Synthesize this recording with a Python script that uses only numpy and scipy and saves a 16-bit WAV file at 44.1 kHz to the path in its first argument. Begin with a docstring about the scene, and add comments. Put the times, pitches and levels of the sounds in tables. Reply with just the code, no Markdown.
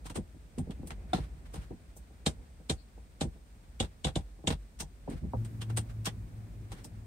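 """Gear lever in a small car cabin

An automatic gear lever is pulled back through its gate and pushed forward again, heard close up.
Detents, plastic ticks and padded knocks are shaped noise bursts; the floor and catch are damped sines.
A palm rubs in shaped noise and a falling whistle squeaks once, over a low rumble and a faint hiss.
Near the end a throbbing hum, like that of a distant motor, is built from three sines and a soft roar.
"""
import sys
import numpy as np
from scipy import signal
from scipy.fft import rfft, irfft, next_fast_len
from scipy.io import wavfile
from scipy.ndimage import uniform_filter1d

SR = 44100
rng = np.random.default_rng(int(sys.argv[2]) if len(sys.argv) > 2 else 0)


def unload_wav(signal):
    """Save mono or channel-first audio to the path in sys.argv[1] as 16-bit WAV at rate SR, clipped to [-1, 1]."""
    wavfile.write(
        sys.argv[1],
        SR,
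        np.round(np.clip(np.atleast_2d(signal).T, -1, 1) * 32767).astype(np.int16),
    )


N = 311346
TIME = np.arange(N) / SR  # the whole scene, s
T = np.arange(SR // 2) / SR  # one ringing sound, s
HZ = np.fft.rfftfreq(8192, 1 / SR)  # frequency grid of the impact filters


def amp(db):
    """Turns dB into a linear gain."""
    return 10 ** (np.asarray(db) / 20)


def unit(x):
    """Scales to rms 1."""
    return x / np.sqrt(np.mean(x ** 2) + 1e-20)


def read(points, hz):
    """Joins (f, value) points on a log-frequency axis."""
    f, value = np.transpose(points)
    return np.interp(np.log(hz + 1), np.log(f + 1), value)


def curves(rows):
    """Joins (t, value) points by straight lines."""
    return np.interp(TIME, *np.transpose(rows))


def swell(s, half_length):
    """A bell-shaped gain that peaks at time s."""
    return np.exp(-((TIME - s) / half_length) ** 2)


def wander(rate):
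    """A random curve of rms 1 through `rate` new points per second."""
    points = rng.standard_normal(16384)
    return unit(np.interp(TIME * rate, np.arange(16384), points))


def noise(colour):
    """Two unrelated steady noises of one colour, scaled together to rms 1."""
    size = next_fast_len(N)
    gain = amp(read(colour, np.fft.rfftfreq(size, 1 / SR)))
    spectrum = rfft(rng.standard_normal((2, size))) * gain
    return unit(irfft(spectrum, size)[:, :N])


def add(mix, s, sound):
    """Lays a sound into the mix at time s."""
    part = mix[:, max(round(s * SR), 0):][:, :sound.shape[1]]
    part += sound[:, :part.shape[1]]


def blow(sound, db):
    """Gives each channel the energy of a hundredth of a second at this level."""
    energy = (sound ** 2).sum(1, keepdims=True)
    return amp(db) * sound / np.sqrt(energy * 100 / SR + 1e-20)


def peaks(modes, pitch=1):
    """Gain of a set of resonances, their powers summed."""
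    power = 0
    for f, width, db in modes:
        off_tune = (HZ ** 2 - (f * pitch) ** 2) / (width * HZ + 1)
        power = power + amp(db) ** 2 / (1 + off_tune ** 2)
    return np.sqrt(power)


def impact(gain, rise, t60, direct=0, spiky=0.29):
    """A contact and its crowd of reflections off the near cabin walls, through a causal filter."""
    rise, t = max(rise, 1e-4), T[:2 * (len(HZ) - 1)]
    signs = rng.choice([-1., 1.], (2, len(t)))
    arrivals = signs * np.exp(spiky * rng.standard_normal((2, len(t))))
    arrivals *= np.minimum(t / rise, 1) * amp(-60 * np.maximum(t - rise, 0) / t60)
    arrivals[:, int(rise * SR)] += direct * np.linalg.norm(arrivals[0])
    # flatten the broad colour of the arrivals, so that the struck part sets the timbre
    smooth_power = uniform_filter1d(abs(rfft(arrivals)) ** 2, size=55, axis=1)
    gain = gain / np.sqrt(smooth_power)
    # minimum phase: the filter speaks at once, with no ringing before the contact
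    log_gain = np.log(np.maximum(gain / gain.max(), 1e-5))
    circle = np.hstack([log_gain, log_gain[:, -2:0:-1]])
    minimum_phase = np.exp(np.conj(signal.hilbert(circle)))
    taps = np.fft.ifft(minimum_phase).real[:, :len(HZ) // 2]
    return signal.fftconvolve(arrivals, taps, axes=1)


def ringing(modes, rise, db, detune=0.036):
    """Damped modes that swell over the rise time, each slightly detuned by chance."""
    ring = 0
    for hz, level, t60 in modes:
        mode_hz = hz * (1 + detune * rng.uniform(-1.21, 1))
        phase = 2 * np.pi * (mode_hz * T + rng.random((2, 1)))
        ring = ring + amp(level - 60 * T / t60) * np.sin(phase)
    return blow(ring * (1 - np.exp(-(T / rise) ** 2)), db)


# colour of the low cabin rumble: (f/Hz, relative level/dB)
RUMBLE_COLOUR = [(20, -36), (30, -20), (42, 3), (58, 4.5), (80, -7), (107, -11.5), (200, -15.5), (297, -22),
                 (400, -26.5), (700, -29.5), (1200, -41), (2500, -40), (5000, -99)]
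# colour of the faint hiss: (f/Hz, relative level/dB)
HISS_COLOUR = [(300, 12), (1000, 7.5), (2000, -0.5), (3500, 2.5), (5300, 1.5), (7000, 0.5), (8800, 6.5),
               (9600, -1), (10400, -10), (13000, -3), (15500, -5.5)]
# the lever and arm stir the console between blows: (t/s, rumble level/dB before the lift below)
STIR_LEVELS = [(0.0, -50.5), (0.37, -53.5), (1.02, -46), (2.04, -54), (2.37, -50), (2.55, -55),
               (4.95, -54.5), (5.28, -50), (7.05, -50)]


def ambience(hiss_db=-69.0, rumble_lift_db=2.5):
    """Low coloured noise that follows the stirring of the console, and a faint, even hiss."""
    rumble = noise(RUMBLE_COLOUR) * amp(curves(STIR_LEVELS) + rumble_lift_db)
    return rumble + noise(HISS_COLOUR) * amp(hiss_db)


GRIP_DB = -69  # the palm resting on the knob
# colour of skin on the knob: (f/Hz, relative level/dB)
RUB_COLOUR = [(300, 8), (900, -1.5), (1400, 3), (1900, 1), (2600, -3.5), (4000, -6.5), (6500, -12.5),
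              (9000, -9), (11000, -19.5)]
# the palm slides in short strokes: (peak t/s, half length/s, level/dB)
PALM_STROKES = [(1.198, 0.065, -57), (1.464, .01, -58), (1.599, 0.07, -59.5), (5.12, 0.031, -55),
                (5.181, 0.013, -56.5), (5.906, 0.016, -54.5), (6.785, 0.039, -58)]


def palm(grain_db=1.5):
    """Skin drags unevenly on the knob: noise with a jittering level."""
    level = amp(GRIP_DB) + sum(amp(db) * swell(s, half) for s, half, db in PALM_STROKES)
    return noise(RUB_COLOUR) * level * amp(grain_db * wander(rate=61))


# colour of dry plastic: (f/Hz, relative level/dB)
PLASTIC_COLOUR = [(250, -22), (800, 0), (1300, 1), (2200, -2.5), (3400, -3.5), (5000, -6.5), (7000, -8),
                  (9000, -1), (9700, -9.5), (10600, -24.5), (12500, -14.5), (15500, -23)]
# resonances that all plastic parts share with the gate plate: (f/Hz, width/Hz, relative level/dB)
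PLATE_MODES = [(2760, 44, -3.5), (3030, 57, -14), (3324, 47, -2), (3970, 110, -7)]


def plastic(db, rise, tilt_db, hz, resonance_db=7, width=0.14, plate_db=7, t60=0.083):
    """A dry tick that rings one plastic part, at two pitches, and the gate plate."""
    tilt = tilt_db * np.log2(np.maximum(HZ, 700))  # dB per octave above 700 Hz
    part = [(hz, hz * width, resonance_db), (hz * 1.333, hz * width, resonance_db - 8.5)]
    colour = amp(read(PLASTIC_COLOUR, HZ) + tilt)
    colour *= np.hypot(1, peaks(part))
    colour *= np.hypot(1, amp(plate_db) * peaks(PLATE_MODES))
    return blow(impact(colour, rise, t60, direct=0.15, spiky=0.96), db)


# resonances of the console: (f/Hz, width/Hz, relative level/dB)
CONSOLE_MODES = [(167, 66, 5.5), (242.5, 95, 4.5), (319, 59, 1), (459.5, 40, 0), (515, 25, -0.5),
                 (628, 39, -1), (787, 74, 2.5), (958, 130, -2), (1130, 86, -21), (1360, 200, -65)]


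def console(db, contact_hz, rise, t60, damping=0.8, direct=0.23):
    """The console rings up to the pitch of the contact; a softer contact leaves the upper modes still."""
    r = HZ / contact_hz
    contact = 1 / np.hypot(1 - r ** 2, damping * r) / np.hypot(1, (0.21 / (r + 1e-6)) ** 2)
    padding = 1 / np.hypot(1, (HZ / 1350) ** 6)  # dulls the treble
    return blow(impact(peaks(CONSOLE_MODES) * contact * padding, rise, t60, direct), db)


def knock(db, contact_hz):
    """A padded blow on the console; the higher the contact pitch, the drier the knock."""
    t60 = 0.098 * (500 / contact_hz) ** .32
    return console(db, contact_hz, rise=0.00195, t60=t60, damping=1.0)


# low modes of the floor pan and cabin air: (f/Hz before detuning, relative level/dB, t60/s)
FLOOR_MODES = [(48.7, -13.5, 0.35), (66.6, -3.5, 0.17), (88.5, -4, 0.15), (124.2, -6.5, 0.1),
               (153, -0.5, 0.11), (191.3, -1, 0.087)]


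def thump(db, rise=0.01):
    """The floor pan takes up the push and booms in its low modes."""
    return ringing(FLOOR_MODES, rise, db)


# the lock button and knob tick:
# (t/s, level/dB, rise/s, brightness/dB per octave, part resonance f/Hz, console level/dB)
PLASTIC_TICKS = [(.05, -44.5, .016, 1, 990, -47.5), (.096, -45, 0.0046, 0.5, 1010, -44),
                 (0.151, -38, 0.012, -0.5, 8240, -36), (.582, -46.5, 0.0024, 2, 8400, -45.5),
                 (.706, -51, 0.0022, -0.5, 3250, -52.5), (0.87, -47, 0.0037, 6.5, 10300, -56),
                 (.905, -42, 0.00089, -2.1, 1900, -46), (1.533, -47.5, 0.011, 2.5, 1170, -43),
                 (1.555, -50, 0.0037, -1.5, 9100, -47), (1.96, -51, 0.013, 13, 6200, -55),
                 (4.796, -34.5, 0.011, 3, 5900, -45.5), (5.097, -53, 0.0024, 0.5, 8500, -60),
                 (5.447, -51.5, 0.0027, 0, 8200, -71), (5.613, -41, 0.0051, 0, 3130, -51),
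                 (5.693, -48, 0.0098, -1.5, 1370, -45.5), (5.7703, -30, 0.0023, 1, 8550, -37),
                 (6.053, -32, 0.0066, 2.5, 5600, -48), (6.066, -32.5, 0.0011, -2.7, 3420, -37),
                 (6.713, -45.5, 0.013, .5, 810, -48), (6.842, -46.5, 0.0033, 6.5, 5260, -49.5)]


def ticks(lead_db=-17, lead_s=.008, lag_s=0.00392, thump_db=3):
    """A faint lead-in noise comes just before each tick, which also shakes the console and floor."""
    out = np.zeros((2, N))
    for s, db, rise, tilt_db, hz, console_db in PLASTIC_TICKS:
        add(out, s - lead_s, plastic(db + lead_db, 0.0054, tilt_db, hz, t60=0.055))
        add(out, s, plastic(db, rise, tilt_db, hz))
        add(out, s + lag_s, knock(console_db, contact_hz=870))
        add(out, s + lag_s, thump(console_db + thump_db))
    return out


# dull knocks of the hand on the lever and of the lever on its stops:
# (t/s, console level/dB, contact f/Hz, thump level/dB)
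DULL_KNOCKS = [(.175, -32, 424, -31), (0.344, -51.5, 400, -48.5), (.577, -30.5, 268, -31.5),
               (.596, -31, 165, -35.5), (.67, -41, 342, -50), (.693, -36, 307, -42),
               (0.791, -43.5, 280, -37), (.83, -39, 322, -37.5), (1.142, -29.5, 400, -35),
               (1.18, -36, 566, -30), (1.567, -58, 200, -35.5), (1.705, -37, 378, -44.5),
               (2.598, -52.5, 500, -51), (2.975, -53, 764, -53), (3.226, -47, 200, -30.5),
               (3.249, -34, 350, -32), (4.439, -41, 520, -39.5), (4.821, -44.5, 910, -38.5),
               (5.075, -32.5, 514, -38.5), (5.111, -36.5, 315, -48), (5.13, -39.5, 346, -31.5),
               (5.215, -39.5, 169, -30.5), (5.235, -31.5, 200, -31), (5.333, -32, 1100, -31.5)]


def knocks():
    """Padded blows reach only the console and the floor."""
    out = np.zeros((2, N))
    for s, console_db, contact_hz, thump_db in DULL_KNOCKS:
        add(out, s, knock(console_db, contact_hz))
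        add(out, s, thump(thump_db, rise=0.018))
    return out


# the grip shifts now and then and nudges the lever; the spread goes either way
NUDGES_PER_S, NUDGE_DB, NUDGE_SPREAD_DB, NUDGE_HZ = 1.2, -54.5, 1, 480


def nudges(count=40):
    """Faint padded knocks at chance moments."""
    out, s = np.zeros((2, N)), 0
    for wait, size in rng.random((count, 2)):
        s = s + 2 * wait / NUDGES_PER_S
        if s < N / SR:
            db = NUDGE_DB + NUDGE_SPREAD_DB * (2 * size - 1)
            add(out, s, knock(db, NUDGE_HZ))
    return out


CATCH_S = 1.1318  # the lever clears the parking catch
CATCH_RING_DB, CATCH_SNAP_DB, CATCH_CONSOLE_DB, CATCH_THUMP_DB = -23.5, -34, -33, -29
# the base of the lever rings: (f/Hz before slight detuning, relative level/dB, t60/s)
LEVER_BASE_MODES = [(327, -13, 0.095), (597, -12.5, 0.057), (738, -2, 0.063), (1375, -20, 0.087),
                    (3560, -10, .02)]


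def catch():
    """A snap and a hollow clunk of damped modes as the lever leaves the parking position."""
    out = np.zeros((2, N))
    snap = plastic(CATCH_SNAP_DB, rise=.0035, tilt_db=-2.0, hz=4040, resonance_db=8, t60=0.17)
    add(out, CATCH_S, ringing(LEVER_BASE_MODES, rise=0.0011, db=CATCH_RING_DB, detune=.005))
    add(out, CATCH_S, snap)
    add(out, CATCH_S, knock(CATCH_CONSOLE_DB, contact_hz=740))
    add(out, CATCH_S, thump(CATCH_THUMP_DB))
    return out


# resonances of the detent spring: (f/Hz before the pitch factor, width/Hz, relative level/dB)
SPRING_MODES = [(1666, 35, 5.5), (2430, 100, 4), (2950, 120, -16), (3370, 130, -13), (3160, 100, 14.5),
                (3770, 130, 10), (3680, 114, 17), (4130, 160, 13.5), (4100, 130, -2), (6200, 160, -28),
                (7520, 150, 8), (8560, 120, -15), (9100, 130, 8), (8600, 170, 2), (10000, 120, -31)]
# colour of the crack: (f/Hz, relative level/dB)
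CRACK_COLOUR = [(300, 4.5), (800, -2.5), (1300, -2), (1900, -5), (3400, -3), (5000, -5.5), (6600, -5),
                (8700, 1.5), (9500, -8.5), (10500, -19), (12500, -18), (15500, -49)]
# the lever drops into a notch: (t/s, spring ring level/dB, ring pitch factor, crack level/dB,
# console level/dB, contact f/Hz, thump level/dB, first rebound delay/s, rebound level/dB)
NOTCHES = [(2.2610, -28.5, 1, -28.5, -26.5, 530, -27, 0.017, -54),
           (2.695, -30, 1.0, -31, -29.5, 516, -27.5, 0.012, -54),
           (3.208, -37.5, 0.98, -33, -28.5, 573, -29, 0.014, -52),
           (3.7991, -29.5, 0.92, -34, -28.5, 605, -25, .026, -43.5),
           (4.0438, -30, 0.94, -35, -32, 723, -26, 0.023, -38.5),
           (4.155, -35.5, 0.95, -38.5, -29, 620, -25.5, 0.031, -57),
           (4.471, -27, 0.88, -31, -31, 770, -25.5, 0.031, -34.5)]


def detents():
    """The spring snaps and rings at once; the console and floor answer a moment later."""
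    out = np.zeros((2, N))
    crack = amp(read(CRACK_COLOUR, HZ))
    for s, ring_db, pitch, crack_db, console_db, contact_hz, thump_db, *_ in NOTCHES:
        spring = peaks(SPRING_MODES, pitch) / np.hypot(1, (HZ / 9200) ** 12)
        # a faint, soft-edged noise burst leads each crack by 7 ms
        add(out, s - .007, blow(impact(crack, rise=0.01, t60=0.026), crack_db - 17.5))
        add(out, s, blow(impact(spring, rise=0.002, t60=0.055, direct=0.27), ring_db))
        add(out, s, blow(impact(crack, rise=0.0042, t60=0.1, direct=0.084), crack_db))
        add(out, s, console(console_db, contact_hz, rise=0.00734, t60=0.11, direct=0.78))
        add(out, s + 0.0028, thump(thump_db))
    return out


# each rebound follows sooner and weaker than the last
BOUNCE_SHRINK, BOUNCE_LOSS_DB = .68, 7.5


def rebounds(count=2):
    """The lever overshoots each notch and rattles in its play."""
    out = np.zeros((2, N))
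    for s, *_, gap, db in NOTCHES:
        for _ in range(count):
            s = s + gap
            add(out, s, plastic(db, rise=.0025, tilt_db=-2.0, hz=3670))
            add(out, s, knock(db + 3.0, contact_hz=646))
            add(out, s, thump(db + 5.5))
            gap, db = gap * BOUNCE_SHRINK, db - BOUNCE_LOSS_DB
    return out


# the linkage squeaks once, faintly
SQUEAK_S, SQUEAK_HALF_S, SQUEAK_DB = 2.8, 0.029, -59.5
SQUEAK_HZ, SQUEAK_FALL_HZ_PER_S = 4400, 3800


def squeak(waver=0.059):
    """A thin falling whistle, roughened by fast random pitch changes."""
    hz = SQUEAK_HZ - SQUEAK_FALL_HZ_PER_S * (TIME - SQUEAK_S)
    rough_hz = hz * (1 + waver * wander(rate=1000))
    tone = np.sin(2 * np.pi * np.cumsum(rough_hz) / SR)
    return np.outer([1, 0], tone * amp(SQUEAK_DB) * swell(SQUEAK_S, SQUEAK_HALF_S))


# the hum swells quickly, holds, then dies away, throbbing and its pitch sagging throughout;
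# its roar fades more slowly
HUM_START_S, HUM_ATTACK_S, HUM_HOLD_S = 5.28, .1, 0.44
HUM_DB, HUM_FADE_DB_PER_S = -39.5, 12
HUM_HZ, SAG_HZ_PER_S = 112, 3
THROB_HZ, THROB_DB = 3.05, 3.5
ROAR_DB, ROAR_FADE_DB_PER_S = -44, 5.5
# colour of the roar: (f/Hz, relative level/dB)
ROAR_COLOUR = [(30, -52), (60, -26.5), (90, 5), (130, -8), (200, -8), (290, -16), (450, -27), (700, -33.5),
               (1500, -36), (3000, -48.5)]


def motor(waver=0.00803, flutter_db=3.0, second_db=-19, third_db=-27):
    """A wavering low tone with weak overtones in a soft roar."""
    age = np.maximum(TIME - HUM_START_S, 0)
    attack = np.minimum(age / HUM_ATTACK_S, 1)
    throb_db = THROB_DB * np.cos(2 * np.pi * THROB_HZ * (age - HUM_ATTACK_S))
    throb_db = throb_db + flutter_db * wander(rate=15)
    tone_db = HUM_DB - HUM_FADE_DB_PER_S * np.maximum(age - HUM_HOLD_S, 0) + throb_db
    hz = (HUM_HZ - SAG_HZ_PER_S * age) * (1 + waver * wander(rate=15))
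    turn = 2 * np.pi * np.cumsum(hz) / SR
    tone = np.sin(turn) + amp(second_db) * np.sin(2 * turn) + amp(third_db) * np.sin(3 * turn)
    hum = np.outer([1, 0], unit(tone) * amp(tone_db))
    roar = noise(ROAR_COLOUR) * amp(ROAR_DB - ROAR_FADE_DB_PER_S * age)
    return attack * (hum + roar)


# likeness of the two microphone ports in the cabin's diffuse sound: (f/Hz, correlation)
PORT_LIKENESS = [(60, 0.93), (130, 0.87), (290, 0.85), (500, 0.5), (750, 0.26), (1300, -0.28), (2300, 0.21),
                 (4000, -0.021), (15000, -0.048)]


def ports(pair):
    """Two microphone ports share the bass but hear the treble differently; both shed the deepest rumble."""
    size = next_fast_len(N + SR // 2)
    hz = np.fft.rfftfreq(size, 1 / SR)
    a, b = rfft(pair, size)
    same = np.clip(read(PORT_LIKENESS, hz), -1, 1)
    second = same * a + np.sqrt(1 - same ** 2) * b
    both = irfft(np.array([a, second]), size)[:, :N]
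    return signal.sosfilt(signal.butter(5, 38, "highpass", fs=SR, output="sos"), both)


def scene():
    """Sums every layer and hears it through the two ports."""
    background = ambience() + palm()
    handling = ticks() + knocks() + nudges()
    lever = catch() + detents() + rebounds() + squeak()
    return ports(background + handling + lever + motor())


CUTOFF_HZ = 15800


def record(dry):
    """Limits the band with a steep low-pass."""
    taps = signal.firwin(511, CUTOFF_HZ, window=("kaiser", 9), fs=SR)
    return signal.oaconvolve(dry, taps[None], "same")


dry = scene()
out = record(dry)
unload_wav(out)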